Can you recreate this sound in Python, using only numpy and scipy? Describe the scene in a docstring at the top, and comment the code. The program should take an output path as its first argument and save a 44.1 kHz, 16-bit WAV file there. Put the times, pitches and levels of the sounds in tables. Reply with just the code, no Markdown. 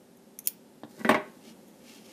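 """Scissors snip, table knocks and yarn

Small steel scissors close near the microphone: light ringing clicks, a gritty slide of the edges, a sharp snip.
A soft bump; then the scissors drag over a hollow table and knock on it, ringing its modes with noisy clatter.
Yarn slides through fingers as dense tiny ticks, the hand rustles faintly, and a small room answers with echoes.
Coloured noise makes the low room tone and its faint hiss."""
import sys
import numpy as np
from scipy import signal
from scipy.fft import rfft, irfft
from scipy.io import wavfile

SR = 44100
rng = np.random.default_rng(int(sys.argv[2]) if len(sys.argv) > 2 else 0)


def master_out(mix):
    """Clip the mix to full scale and print it as 16-bit PCM to the path in sys.argv[1]."""
    frames = np.transpose(np.atleast_2d(mix))
    ceiling = np.clip(frames, -1, 1)
    pcm = np.round(ceiling * 32767).astype(np.int16)
    wavfile.write(sys.argv[1], SR, pcm)


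def gain_from_db(level_db):
    """Turn a decibel level (scalar or array-like) into a linear amplitude factor."""
    decades = np.asarray(level_db, float) / 20
    return 10 ** decades


N = 93492

# Broad resonances of the damped blades. Each row: frequency in Hz, relative level in dB.
BLADE_MODES = [(5300, -8), (6600, -14), (7876, -27), (9400, -13), (9900, -3), (11000, 4), (11700, -15),
               (12830, -12), (13720, 14), (14440, -18)]
# Blade clicks, the last one the snip. Each row: start in seconds, crack level in dB, ring level in dB,
# tilt of the ring in dB per octave, crack tail in dB against its quick part.
BLADE_CLICKS = [(0.171, -57.5, -80, 0, -6), (.3888, -27.5, -51, -2, -10), (0.4724, -14, -31.5, 11, -7)]
# Crack colour of a light click. Each row: frequency in Hz, relative level in dB.
CLICK_COLOUR = [(880, -61.5), (1500, -39), (2120, -13), (2720, -21), (4690, -26), (6430, 2), (7540, -25.5),
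                (8830, -9), (10100, -6.5), (14100, -5), (16000, -61)]
# Crack colour of the snip. Each row: frequency in Hz, relative level in dB.
SNIP_COLOUR = [(470, -61), (800, -34), (2250, -26.5), (3170, -15.5), (3500, -23.5), (3920, -12),
               (5660, -12.5), (6500, -16.5), (9730, -5.5), (12200, -16), (14600, -2.5), (16300, -32)]
# Edges sliding on each other. Each row: time in seconds, level in dB.
SLIDE_LEVEL = [(.438, -80), (.443, -58), (.448, -62), (.453, -54), (.46, -45), (.463, -49), (.466, -60),
               (.4715, -52), (.473, -120)]
# Rasp of the slide, lent to the hand's rustle too. Each row: frequency in Hz, relative level in dB.
RASP_COLOUR = [(1180, -62), (2000, -19), (3250, -2.5), (4630, -24), (6650, 6), (7220, -7), (7710, -9),
               (11400, 2), (14300, -3)]


def blades():
    """Steel clicks as noisy cracks over short rings; the slide is coloured grit."""
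    t60_s = 0.006
    steel = [(hz, db, t60_s) for hz, db in BLADE_MODES]
    cracks = [(CLICK_COLOUR, 14400), (CLICK_COLOUR, 15300), (SNIP_COLOUR, 16500)]  # colour, top edge in Hz
    out = np.zeros(N)
    for (start, crack_db, ring_db, tilt, tail_db), (tone, top_hz) in zip(BLADE_CLICKS, cracks):
        out += crack(start, crack_db, tone, 0.00096, 0.0051, tail_db, top_hz)
        out += blow(start, ring_db, tilt, steel)
    slide = colour(grit(6700, 1.5), RASP_COLOUR, top_hz=14400)
    return out + curve(SLIDE_LEVEL) * slide


# Modes of the table top. Each row: frequency in Hz, relative level in dB, 60 dB decay time in seconds.
TABLE_MODES = [(115.7, -26, 0.38), (228, 4, 0.11), (336.2, -12.5, 0.31), (371.6, -4, 0.13),
               (392.7, -1.5, 0.2), (513, -4, 0.087), (612.4, -2.5, 0.12), (829, -4, 0.046),
               (965, -12, 0.15), (1091, -4, 0.076), (1532, -0.5, 0.039), (1954, -10.5, 0.14),
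               (2008, -4.5, 0.035), (2580, -41, .03)]
# Knocks of the scissors on the table. Each row: start in seconds, ring level in dB, tilt in dB per octave,
# boost of the modes around 1 kHz in dB, clatter level in dB, blade jangle level in dB.
TABLE_KNOCKS = [(1.0474, -22.5, 2, -25, -30.5, -48), (1.091, -19.5, 2, 2, -18, -32),
                (1.109, -26, 0, 7.5, -23, -45), (1.144, -26.5, 2.5, -0.5, -24, -46.5),
                (1.173, -38.5, -1, -9, -67, -74)]
# The many small modes of table and handles. Each row: frequency in Hz, relative level in dB.
CLATTER_COLOUR = [(180, -15), (300, -8.5), (385, -14), (536, -21.5), (611, 2), (707, -11), (850, -6),
                  (1110, -10.5), (1370, -17), (1980, -13), (2340, -14.5), (7000, -40), (9100, -76),
                  (15400, -120)]
# Jangle of the loose blades. Each row: frequency in Hz, relative level in dB.
JANGLE_COLOUR = [(2940, -27), (5000, -21), (6830, -7), (7290, -10), (8330, 5), (11100, -9), (14300, -2),
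                 (15000, -11)]
# Scissors dragged over the table. Each row: time in seconds, table rumble in dB, scrape hiss in dB.
DRAG_LEVEL = [(.885, -87, -70.5), (.897, -80, -63), (.93, -70, -63.5), (.96, -98, -61.5),
              (.975, -54.5, -60), (.997, -46.5, -54.5), (1.015, -37.5, -57), (1.035, -66, -59),
              (1.09, -60.5, -56), (1.16, -57, -63), (1.19, -120, -120)]
# Hiss of the scrape. Each row: frequency in Hz, relative level in dB.
SCRAPE_COLOUR = [(880, -25), (1500, -6), (1660, -11), (1950, -7), (2260, -14), (4000, -8.5), (4650, -7),
                 (14000, -13.5)]


def table():
    """Knocks ring the top, clatter and jangle the blades; the drag rubs it; no deep bass is radiated."""
    out = np.zeros(N)
    for start, ring_db, tilt, mid_db, clatter_db, jangle_db in TABLE_KNOCKS:
        out += blow(start, ring_db, tilt, TABLE_MODES, mid_db)
        out += crack(start, jangle_db, JANGLE_COLOUR, 0.0034, 0.025, -12.5)
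        out += crack(start, clatter_db, CLATTER_COLOUR, 0.0069, 0.022, -5)
    rumble = rub(TABLE_MODES, grit(3300, 2.7))
    hiss = colour(grit(9000, 3.2), SCRAPE_COLOUR, top_hz=14400)
    out += curve(DRAG_LEVEL) * rumble + curve(DRAG_LEVEL, col=2) * hiss
    return signal.sosfilt(signal.butter(4, 105, "high", fs=SR, output="sos"), out)


# Small tick in the bump. Each row: frequency in Hz, relative level in dB.
BUMP_TICK_COLOUR = [(300, -20), (1000, -2), (1500, 14.5), (2100, -7), (3500, 2.5), (5500, -11), (8000, -38)]


def bump():
    """A soft push: a pressure dip and rebound, a small tick, a low thud and a dull ring of the table."""
    start_s, half_push_s = 0.8344, 0.00067
    t = since(start_s)
    u = np.clip(t / half_push_s, 0, 2)
    push = -gain_from_db(-28) * np.sin(np.pi * u) * np.exp(-0.3 * u)
    thud = gain_from_db(-40.5) * np.sin(2 * np.pi * 290 * t) * np.exp(-t / 0.015)
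    thud += gain_from_db(-47) * np.sin(2 * np.pi * 130 * t) * t / 0.0089 * np.exp(-t / 0.013)
    dull_ring = blow(start_s, -57.5, -9, TABLE_MODES)
    tick = crack(start_s, -41.5, BUMP_TICK_COLOUR, 0.001, 0.0071, -5.5)
    return push + thud + dull_ring + tick


# Yarn through the fingers. Each row: time in seconds, level in dB.
YARN_LEVEL = [(1.41, -70), (1.456, -58), (1.494, -55), (1.524, -62.5), (1.53, -94), (1.784, -76),
              (1.89, -54), (1.988, -57.5), (2.032, -65.5), (2.06, -55.5), (2.072, -61.5), (2.092, -56),
              (2.12, -56.5)]
# Colour of the fibres. Each row: frequency in Hz, relative level in dB.
FIBRE_COLOUR = [(710, -31), (1200, -0.5), (1490, -9), (1760, -2), (1910, -3), (2900, 5), (3680, -1),
                (5380, 1.5), (7950, -5), (14000, -10)]


def yarn():
    """Yarn sliding through the fingers as dense tiny ticks in the colour of its fibres."""
    return curve(YARN_LEVEL) * colour(grit(7000, -1), FIBRE_COLOUR, top_hz=14400)


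# Faint rustle of the hand in the treble. Each row: time in seconds, level in dB.
RUSTLE_LEVEL = [(1.64, -89), (1.685, -63), (1.705, -77), (1.72, -120)]


def rustle():
    """The brushing hand as faint gritty treble."""
    return curve(RUSTLE_LEVEL) * colour(grit(9000, 1.4), RASP_COLOUR, top_hz=14400)


# First echoes off table and wall. Each row: delay in seconds, relative level in dB.
FIRST_ECHOES = [(.002, -9.5), (.0055, -14.5), (0.012, -14.5)]


def room(x):
    """Smeared first echoes, then the diffuse tail of a small furnished room; the treble dies first."""
    tail_db, treble_db = -13, -3.5
    low_t60_s, high_t60_s, gap_s, smear_s = 0.32, 0.17, 0.0051, 0.00042
    t = np.arange(SR // 2) / SR
    noise, echo_noise = rng.standard_normal((2, len(t)))
    low = signal.sosfilt(signal.butter(2, 3500, fs=SR, output="sos"), noise)
    high = gain_from_db(treble_db) * (noise - low)
    tail = low * np.exp(-np.log(1000) * t / low_t60_s) + high * np.exp(-np.log(1000) * t / high_t60_s)
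    tail *= t > gap_s
    tail *= gain_from_db(tail_db) / np.sqrt(np.sum(tail ** 2))
    bumps = sum(gain_from_db(db) * np.exp(-((t - delay) / smear_s) ** 2) for delay, db in FIRST_ECHOES)
    first = bumps * echo_noise / 5
    echo = signal.fftconvolve(x, tail + first)[:N]
    return signal.sosfilt(signal.ellip(6, 0.5, 60, 15200, fs=SR, output="sos"), echo)


# Level of the room tone. Each row: time in seconds, level in dB.
AIR_LEVEL = [(0, -56), (.5, -55.5), (.9, -55.5), (1.3, -52), (1.7, -53.5), (2.12, -52.5)]
# Colour of the room tone and hiss. Each row: frequency in Hz, relative level in dB.
AIR_COLOUR = [(24, -70), (40, -24), (116, -20.5), (219, -1.5), (356, -12), (383, -2.5), (412, -15),
              (538, -11), (670, -20), (854, -18), (1040, -26.5), (1730, -28.5), (2370, -31.5),
              (13300, -34.5)]


def air():
    """Room tone and hiss: noise under a slow level curve, heaviest in the lows."""
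    return curve(AIR_LEVEL) * colour(rng.standard_normal(N), AIR_COLOUR, top_hz=13550)


def since(start):
    """Seconds since a start, zero before it."""
    return np.clip(np.arange(N) / SR - start, 0, 3)


def curve(rows, col=1):
    """A dB column over time as gain; near silence before the first row, the last level held after."""
    r = np.array(rows)
    return gain_from_db(np.interp(np.arange(N) / SR, r[:, 0], r[:, col], -140, r[-1, col]))


def colour(x, points, top_hz=16500):
    """Shape a sound by (Hz, dB) points up to a top edge; rms 1."""
    hz, db = np.array(points).T
    f = np.arange(1, N // 2 + 2) * SR / N
    gain = gain_from_db(np.interp(np.log(f), np.log(hz), db)) * (f < top_hz)
    y = irfft(rfft(x) * gain, N)
    return y / np.std(y)


def blow(start, db, tilt, modes, mid_db=0):
    """A blow rings the modes, each swelling within about a cycle; each blow meets them at another place."""
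    swell_cycles, scatter_db = 0.43, 2
    t = since(start)
    hz, peak_db, t60 = np.array(modes).T[:, :, None]
    phase, scatter = rng.standard_normal((2, len(modes), 1))  # phase in cycles
    tone_db = tilt * np.log2(hz / np.median(hz)) + mid_db * ((hz > 750) & (hz < 1300))
    gain = gain_from_db(peak_db + tone_db + scatter_db * scatter)
    shape = (1 - np.exp(-t * hz / swell_cycles)) * np.exp(-np.log(1000) * t / t60)
    return gain_from_db(db) * np.sum(gain * shape * np.sin(2 * np.pi * (hz * t + phase)), axis=0)


def crack(start, db, points, fast_s, slow_s, slow_db, top_hz=15300):
    """Coloured noise, more modes than can be told apart: steep start, quick fall, slower tail."""
    rise_s = 0.00044
    t = since(start)
    fall = np.exp(-t / fast_s) + gain_from_db(slow_db) * np.exp(-t / slow_s)
    fade = (1 - np.exp(-(t / rise_s) ** 2)) * fall
    return gain_from_db(db) * fade * colour(rng.standard_normal(N), points, top_hz)


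def grit(per_s, spread_db):
    """Dense random ticks of uneven size; rms 1."""
    size = rng.standard_normal(N)
    hits = rng.random(N) < per_s / SR
    x = size * hits * gain_from_db(spread_db * rng.exponential(1, N))
    return x / np.std(x)


def rub(modes, force):
    """A rubbing force rings each damped mode of a body; rms 1."""
    y = np.zeros(N)
    for hz, db, t60 in modes:
        pole = np.exp(2j * np.pi * hz / SR - np.log(1000) / (t60 * SR))
        y += gain_from_db(db) * signal.lfilter([1], [1, -pole], force).imag
    return y / np.std(y)


def scene():
    """Near sources with their echoes over the room tone."""
    near = blades() + table() + bump() + yarn() + rustle()
    return (near + room(near) + air())[None]


def low_pass(x):
    """Removes everything above the highest recorded frequency."""
    return signal.sosfilt(signal.butter(12, 16480, fs=SR, output="sos"), x)


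def record(dry):
    """The microphone loses the deep bass."""
    mix = signal.sosfilt(signal.butter(2, 70, "high", fs=SR, output="sos"), dry)
    return low_pass(mix)


dry = scene()
out = record(dry)
master_out(out)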